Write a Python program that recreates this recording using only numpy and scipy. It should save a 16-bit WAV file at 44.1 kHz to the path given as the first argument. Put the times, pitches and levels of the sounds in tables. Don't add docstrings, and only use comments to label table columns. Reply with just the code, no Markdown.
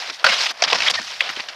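import sys
import numpy as np
from scipy import signal
from scipy.io import wavfile
from scipy.ndimage import uniform_filter1d

SR = 44100
rng = np.random.default_rng(int(sys.argv[2]) if len(sys.argv) > 2 else 0)


def boost_factor(decibels):
    exponent = np.asarray(decibels, float) / 20
    return 10 ** exponent


def file_out(sig):
    cols = np.atleast_2d(sig).T
    lim = np.clip(cols, -1, 1)
    pcm = np.round(lim * 32767).astype(np.int16)
    wavfile.write(sys.argv[1], SR, pcm)


N = 68355
T = np.arange(N) / SR

# time in seconds, pressure in dB, brightness in dB per octave.
CONTACT_STAGES = [
    [(0, -28.5, 2), (.06, -31.5, 0), (.105, -28, 2), (.114, -36.5, -1.5), (.15, -36.5, 11),
     (.175, -43.5, 2), (.2, -35.5, -1.5), (.241, -39, 0)],
    [(.244, -20, -0.5), (.34, -22.5, 3), (.37, -23, 0.5), (.42, -22.5, 4.5), (.468, -26, 6.5),
     (.478, -27.5, 2.5), (.515, -26, 1), (.524, -43, -1), (.59, -40, 0)],
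    [(.6, -31, -2), (.668, -31, -2), (.678, -25.5, -0.5), (.79, -27, 0.8), (.885, -18.5, 0.4),
     (.892, -27, -21), (.925, -33.5, 0), (.97, -30, 2.5), (1.01, -35, 3)],
    [(1.06, -32.5, 3), (1.2, -36, 2), (1.212, -28, -1.5), (1.33, -33, 1), (1.41, -35, 1), (1.416, -35.5, 1),
     (1.475, -38, -1), (1.5, -36, -1.5), (1.55, -39, -0.5)],
]
# start in seconds, peak in dB, ring pitch in Hz,
# time for the ring to fall 60 dB in seconds, crack level in dB.
BOARD_KNOCKS = [(.099, -20, 1440, 0.024, 9.5), (0.141, -34, 4440, .02, -10), (0.196, -24, 3120, 0.016, 7),
                (0.2435, 2.5, 1418, 0.075, -3.5), (0.2434, 2, 2010, 0.025, -1),
                (0.2651, -4.5, 2100, 0.035, 6.5), (0.2661, 2.5, 1516, 0.051, -4),
                (.2905, -5, 2163, 0.12, -4), (0.3404, -5, 3275, 0.029, -3), (0.6225, -3, 4650, 0.043, 6),
                (0.6377, -6.5, 5245, 0.025, 4), (.7302, 3.5, 2100, 0.0073, 4.5),
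                (0.755, -4.5, 1980, 0.029, -27), (0.804, -3, 2616, 0.028, -0.5),
                (0.821, -6.5, 2270, 0.032, 5.5), (0.898, -6, 2870, 0.02, -6), (1.016, -11, 5300, 0.016, -2),
                (1.2042, -10, 3590, 0.026, -18), (1.2098, -3, 2300, 0.032, -26),
                (1.291, -12, 2860, 0.029, 6.5), (1.363, -19, 3080, 0.084, 0),
                (1.4039, -14.5, 1910, 0.019, 8), (1.486, -15.5, 4330, 0.037, 5)]
# peak time in seconds, peak in dB, pitch at the peak in Hz,
# build-up in seconds, pitch drop in octaves per millisecond.
BOARD_SNAPS = [(0.2432, -2.5, 2616, 0.00027, 0.31), (0.2439, -2.5, 1484, .0008, .03),
               (0.2602, -19, 1650, .001, .02), (0.2646, -6, 4646, 0.00061, 0.038),
               (.2668, -7, 1904, 0.0009, 0.059), (0.6221, -5.5, 5690, .0005, 0.033),
               (0.6235, -4.5, 2211, 0.00035, 0.043), (0.6386, -4, 5500, 0.00047, 0.016),
               (0.6408, -4, 3210, 0.00054, .03), (0.6772, -12, 1500, 0.00028, .03),
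               (.703, -11.5, 3530, 0.00087, .03), (0.73, -3.5, 2371, 0.00018, .1),
               (.787, -14, 4490, 0.00061, .05), (0.8842, -8.5, 2370, 0.00044, .05),
               (.8985, -10, 3220, 0.00026, .05), (0.9588, -15, 2995, 0.00057, .03),
               (1.107, -30.5, 2030, 0.0011, -0.0013), (1.207, -1.5, 2110, 0.00045, .03),
               (1.2072, -10, 3490, 0.0007, .1), (1.2084, -2, 2600, 0.00052, .3),
               (1.2107, -14.5, 4460, 0.00043, .02), (1.224, -19, 3330, 0.0014, -0.031),
               (1.292, -23, 4240, 0.00091, 0.047), (1.298, -30, 2700, 0.0005, .06),
               (1.3624, -19, 2600, 0.00037, -.05), (1.378, -19, 3900, .0002, .1),
               (1.387, -24, 1945, 0.00042, .05), (1.3992, -11, 2205, 0.00015, 0.094),
               (1.4055, -21, 4580, 0.00067, -0.018), (1.408, -27, 2530, 0.00027, 0.14)]
# start in seconds, length in seconds, level in dB, centre in Hz.
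EDGE_SKIDS = [(0.285, 0.011, -15.5, 2000), (0.312, 0.029, -18.5, 1980), (0.384, 0.06, -24.5, 6340),
              (0.456, 0.012, -19.5, 3300), (0.505, 0.011, -31, 7050), (0.571, 0.0037, -35.5, 4600),
              (0.635, 0.016, -16.5, 4800), (0.675, 0.017, -22, 2230), (0.697, 0.016, -21, 4620),
              (0.722, 0.012, -16, 730), (0.742, 0.021, -20.5, 5140), (0.782, 0.0037, -19.5, 5300),
              (0.83, 0.0091, -47, 4150), (0.866, 0.029, -29.5, 3450), (0.897, 0.014, -17.5, 8600),
              (0.936, 0.021, -19.5, 3870), (0.984, 0.013, -28.5, 770), (1.117, 0.012, -33.5, 2570),
              (1.229, 0.046, -30.5, 3180), (1.294, 0.0083, -25, 1860), (1.388, 0.018, -28.5, 2490),
              (1.488, 0.0099, -31, 4730)]
# start in seconds, level in dB, pitch in Hz, time to fall 60 dB in seconds.
BOX_THUMPS = [(0.089, -38, 350, 0.13), (.228, -18, 590, 0.012), (0.2418, -33.5, 150, 0.13),
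              (.245, -12.5, 628, 0.045), (0.267, -16.5, 543, 0.08), (.29, -37, 183, 0.14),
              (.5, -43.5, 353, 0.13), (0.6222, -4, 692, 0.03), (0.652, -42, 196, 0.22),
              (.73, -37, 203, 0.25), (0.724, -11.5, 485, 0.05), (0.731, -8.5, 1050, 0.033),
              (.75, -8, 700, 0.018), (.79, -39.5, 140, 0.21), (.9, -40, 222, 0.18),
              (0.951, -41.5, 93, 0.17), (0.991, -33, 217, 0.1), (1.042, -54, 80, 0.245),
              (1.291, -31.5, 235, 0.059), (1.366, -32, 307, 0.052), (1.397, -32, 193, 0.039),
              (.2426, -36, 70, .06), (0.728, -29.5, 350, .07)]
# time in seconds, pitch in Hz, level in dB.
EDGE_SQUEAK = [
    (0.968, 1806, -61),
    (0.974, 1805, -29),
    (0.98, 1886, -24),
    (0.988, 1833, -23.5),
    (0.993, 1730, -30),
    (0.997, 1600, -50),
]
# time in seconds, pitch in Hz, level in dB.
EDGE_GROAN = [
    (.862, 1950, -27),
    (.871, 2127, -12),
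    (.875, 2590, -39),
    (.883, 3330, -9.5),
    (.889, 3650, -15.5),
]
# start in seconds, level in dB, length in seconds.
DUST_PUFFS = [
    (.2428, -42, .002),
    (.2642, -45, 0.0026),
    (.43, -56, 0.037),
    (.505, -48, 0.013),
    (.6232, -39, .0015),
    (.638, -50, .005),
    (.729, -42, 0.0028),
    (.899, -43, .015),
    (1.2076, -50, 0.0012),
    (1.3, -54, .02),
]
# frequency in Hz, level in dB per Hz.
SCRAPE_COLOUR = [(30, -48), (300, -18), (650, -1), (2000, 0), (5300, -3), (8000, -25.5), (14500, -50),
                 (16500, -60)]
# frequency in Hz, level in dB per Hz.
CRACK_COLOUR = [(30, -48), (300, -14.5), (1500, 3.5), (5300, 1.5), (8000, -24), (14500, -56), (16500, -64)]
# frequency in Hz, level in dB per Hz.
AIR_COLOUR = [(30, -66), (200, -37), (700, 14), (2000, -12), (5000, -7), (8000, -17), (14500, -44),
              (16500, -65)]

GRAINS_PER_S, GRAIN_SPREAD_DB, GRAIN_CYCLES, HISS_DB = 6000, 3, 2.6, 2
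PATCH_DB, FLICKER_DB = 2, 1
SKID_RISE_S, SKID_STOP_S, SKID_Q, SKID_WIDE_DB = 0.0041, 0.0053, 3, 4.5
CRACK_SHARE = 0.94
CRACK_DB, RING_DB, TICK_DB = -14, -10, -5
RING_ROUGH, RING_PARTNER, PARTNER_DB = 0.8, 1.32, -8.5
SNAP_FALL = 0.85
TONE_FROM_HZ = 420
PUFF_HZ, PUFF_WIDTH_HZ = 11100, 5800
FIZZ_DB, FIZZ_HZ, FIZZ_WIDTH_HZ, FIZZ_FOLLOW = -57, 9300, 6600, 0.52
RUMBLE_DB, RUMBLE_HZ, RUMBLE_WIDTH_HZ, RUMBLE_FOLLOW = -60, 150, 220, 0.41
RUN_UP_DB, LANDING_S = -4.5, 0.275
AIR_DB = -52.5
MIC_LOW_HZ, MIC_TOP_HZ, CLIP = 74.5, 15300, 0.94


def evened(x):
    return x / np.sqrt(np.mean(x ** 2) + 1e-20)


def add(mix, s, sound):
    part = mix[round(s * SR):][:len(sound)]
    part += sound[:len(part)]


def coloured(x, points):
    f, db = np.transpose(points)
    hz = abs(np.fft.fftfreq(8192, 1 / SR)) + 1
    log_gain = np.log(boost_factor(np.interp(np.log(hz), np.log(f), db)))
    taps = np.fft.ifft(np.exp(np.conj(signal.hilbert(log_gain)))).real[:4096]
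    return signal.oaconvolve(x, taps / np.linalg.norm(taps))[:len(x)]


def resonate(x, hz, width):
    return signal.lfilter(*signal.iirpeak(hz, max(hz / width, 0.3), SR), x)


def noise_band(n, hz, width):
    noise = rng.standard_normal(n)
    return evened(resonate(resonate(noise, hz, width), hz, width))


def contact():
    return np.concatenate(CONTACT_STAGES).T


def grit():
    strength_db = GRAIN_SPREAD_DB * np.minimum(rng.exponential(1, N), 3.5)
    grains = boost_factor(strength_db) * (rng.random(N) < GRAINS_PER_S / SR)
    kind = rng.integers(0, 24, N)
    t = np.arange(600) / SR
    cracks = np.zeros(N)
    for k, hz in enumerate(np.geomspace(300, 13000, 24)):
        ring = np.exp(-t * hz * 3 / GRAIN_CYCLES) * np.sin(2 * np.pi * hz * t) * hz
        cracks += signal.oaconvolve(grains * (kind == k), ring)[:N]
    hissing = evened(cracks) + boost_factor(HISS_DB) * rng.standard_normal(N)
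    z = signal.stft(hissing, nperseg=256, noverlap=192)[2]
    z = z / np.sqrt(np.mean(abs(z) ** 2, axis=1, keepdims=True))
    patches = uniform_filter1d(rng.standard_normal(z.shape), size=5, axis=0)
    patches = evened(uniform_filter1d(patches, size=8, axis=1))
    flicker = evened(uniform_filter1d(rng.standard_normal(z.shape[1]), size=4))
    z = z * boost_factor(PATCH_DB * patches + FLICKER_DB * flicker)
    rough = signal.istft(z, nperseg=256, noverlap=192)[1][:N]
    return evened(coloured(rough, SCRAPE_COLOUR))


def slide(surface):
    s, db, tilt_db = contact()
    hz, t, z = signal.stft(surface, SR, nperseg=256, noverlap=192)
    octaves = np.log2(np.clip(hz, 500, 9000) / 2000)[:, None]
    tip_db = octaves * np.clip(np.interp(t, s, tilt_db), -2.5, 4)
    tipped = signal.istft(z * boost_factor(tip_db), SR, nperseg=256, noverlap=192)[1][:N]
    return tipped * boost_factor(np.interp(T, s, db))


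def skids(surface):
    out = np.zeros(N)
    for start, length, db, hz in EDGE_SKIDS:
        t = np.arange(0, length + 0.03, 1 / SR)
        part = surface[round(start * SR):][:len(t)]
        shape = np.minimum(t / SKID_RISE_S, 1) * np.exp(-np.maximum(t - length, 0) / SKID_STOP_S)
        band = evened(resonate(part, hz, hz / SKID_Q))
        add(out, start, boost_factor(db) * shape * evened(band + boost_factor(SKID_WIDE_DB) * part))
    return out


def knocks():
    out = np.zeros(N)
    t = np.arange(0, 0.15, 1 / SR)
    board_band = signal.butter(3, [400, 6200], "band", fs=SR)
    for s, db, hz, t60, crack_db in BOARD_KNOCKS:
        burst = boost_factor(CRACK_DB - 60 * t / (CRACK_SHARE * t60)) * rng.standard_normal(len(t))
        burst += boost_factor(TICK_DB) * (t == 0)
        ring = np.sin(2 * np.pi * hz * t)
        ring += boost_factor(PARTNER_DB) * np.sin(2 * np.pi * RING_PARTNER * hz * t)
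        ring += RING_ROUGH * evened(resonate(rng.standard_normal(len(t)), hz, hz / 2))
        onset = np.sin(np.minimum(t / 0.0013, 1) * np.pi / 2) ** 2
        ring *= onset * boost_factor(RING_DB - 60 * t / t60)
        cracks = boost_factor(crack_db) * coloured(burst, CRACK_COLOUR)
        add(out, s, boost_factor(db) * (cracks + signal.lfilter(*board_band, ring)))
    return out


def snaps():
    out = np.zeros(N)
    t = np.arange(-0.006, 0.012, 1 / SR)
    for s, db, hz, rise, drop in BOARD_SNAPS:
        pitch_hz = np.clip(hz * 2 ** (-drop * t / 0.001), 500, 6500)
        shape = np.where(t < 0, np.exp(-(t / rise) ** 2), 1 / np.cosh(t / (SNAP_FALL * rise)))
        add(out, s + t[0], boost_factor(db) * shape * np.sin(2 * np.pi * np.cumsum(pitch_hz) / SR))
    return out


def thumps():
    out = np.zeros(N)
    t = np.arange(0, 0.3, 1 / SR)
    for s, db, hz, t60 in BOX_THUMPS:
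        push = noise_band(len(t), hz, hz)
        body = np.sin(2 * np.pi * hz * t) + 0.089 * push if hz > TONE_FROM_HZ else push
        onset = np.sin(np.minimum(t * hz / 2.3, 1) * np.pi / 2) ** 2
        add(out, s, onset * boost_factor(db - 60 * t / t60) * body)
    return out


def squeak(track, wobble):
    s, hz, db = np.transpose(track)
    shake = 1 + wobble * evened(uniform_filter1d(rng.standard_normal(N), size=60))
    level = uniform_filter1d(boost_factor(np.interp(T, s, db, -99, -99)), size=90)
    phase = 2 * np.pi * np.cumsum(np.interp(T, s, hz) * shake) / SR
    return np.sqrt(2) * level * np.sin(phase)


def puffs():
    level = np.zeros(N)
    for s, db, length in DUST_PUFFS:
        half = length / 2
        level += boost_factor(db) * np.exp(-((T - s - half) / half) ** 4)
    return level * noise_band(N, PUFF_HZ, PUFF_WIDTH_HZ)


def fizz():
    s, db, tilt_db = contact()
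    load_db = np.interp(T, s, db + 25.5 + 2 * np.clip(tilt_db, -2.5, 4))
    return boost_factor(FIZZ_DB + FIZZ_FOLLOW * load_db) * noise_band(N, FIZZ_HZ, FIZZ_WIDTH_HZ)


def rumble():
    s, db, _ = contact()
    load_db = uniform_filter1d(np.interp(T, s, db) + 24.5, size=1500)
    level_db = RUMBLE_DB + RUMBLE_FOLLOW * load_db + RUN_UP_DB * (T < LANDING_S)
    return boost_factor(level_db) * noise_band(N, RUMBLE_HZ, RUMBLE_WIDTH_HZ)


def still_air():
    return boost_factor(AIR_DB) * coloured(rng.standard_normal(N), AIR_COLOUR)


def scene():
    surface = grit()
    board = slide(surface) + knocks() + snaps()
    edge = skids(surface[::-1])
    edge += squeak(EDGE_SQUEAK, wobble=0.021) + squeak(EDGE_GROAN, wobble=0.058)
    mix = board + edge + thumps() + puffs() + fizz() + rumble() + still_air()
    return mix[None]


def low_pass(x):
    return signal.sosfilt(signal.butter(12, 16460, fs=SR, output="sos"), x)


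def record(dry):
    thin = signal.lfilter(*signal.butter(1, MIC_LOW_HZ, "high", fs=SR), dry)
    overloaded = np.clip(thin, -CLIP, CLIP)
    treble_limit = signal.butter(20, MIC_TOP_HZ, fs=SR, output="sos")
    return low_pass(signal.sosfilt(treble_limit, overloaded))


dry = scene()
out = record(dry)
file_out(out)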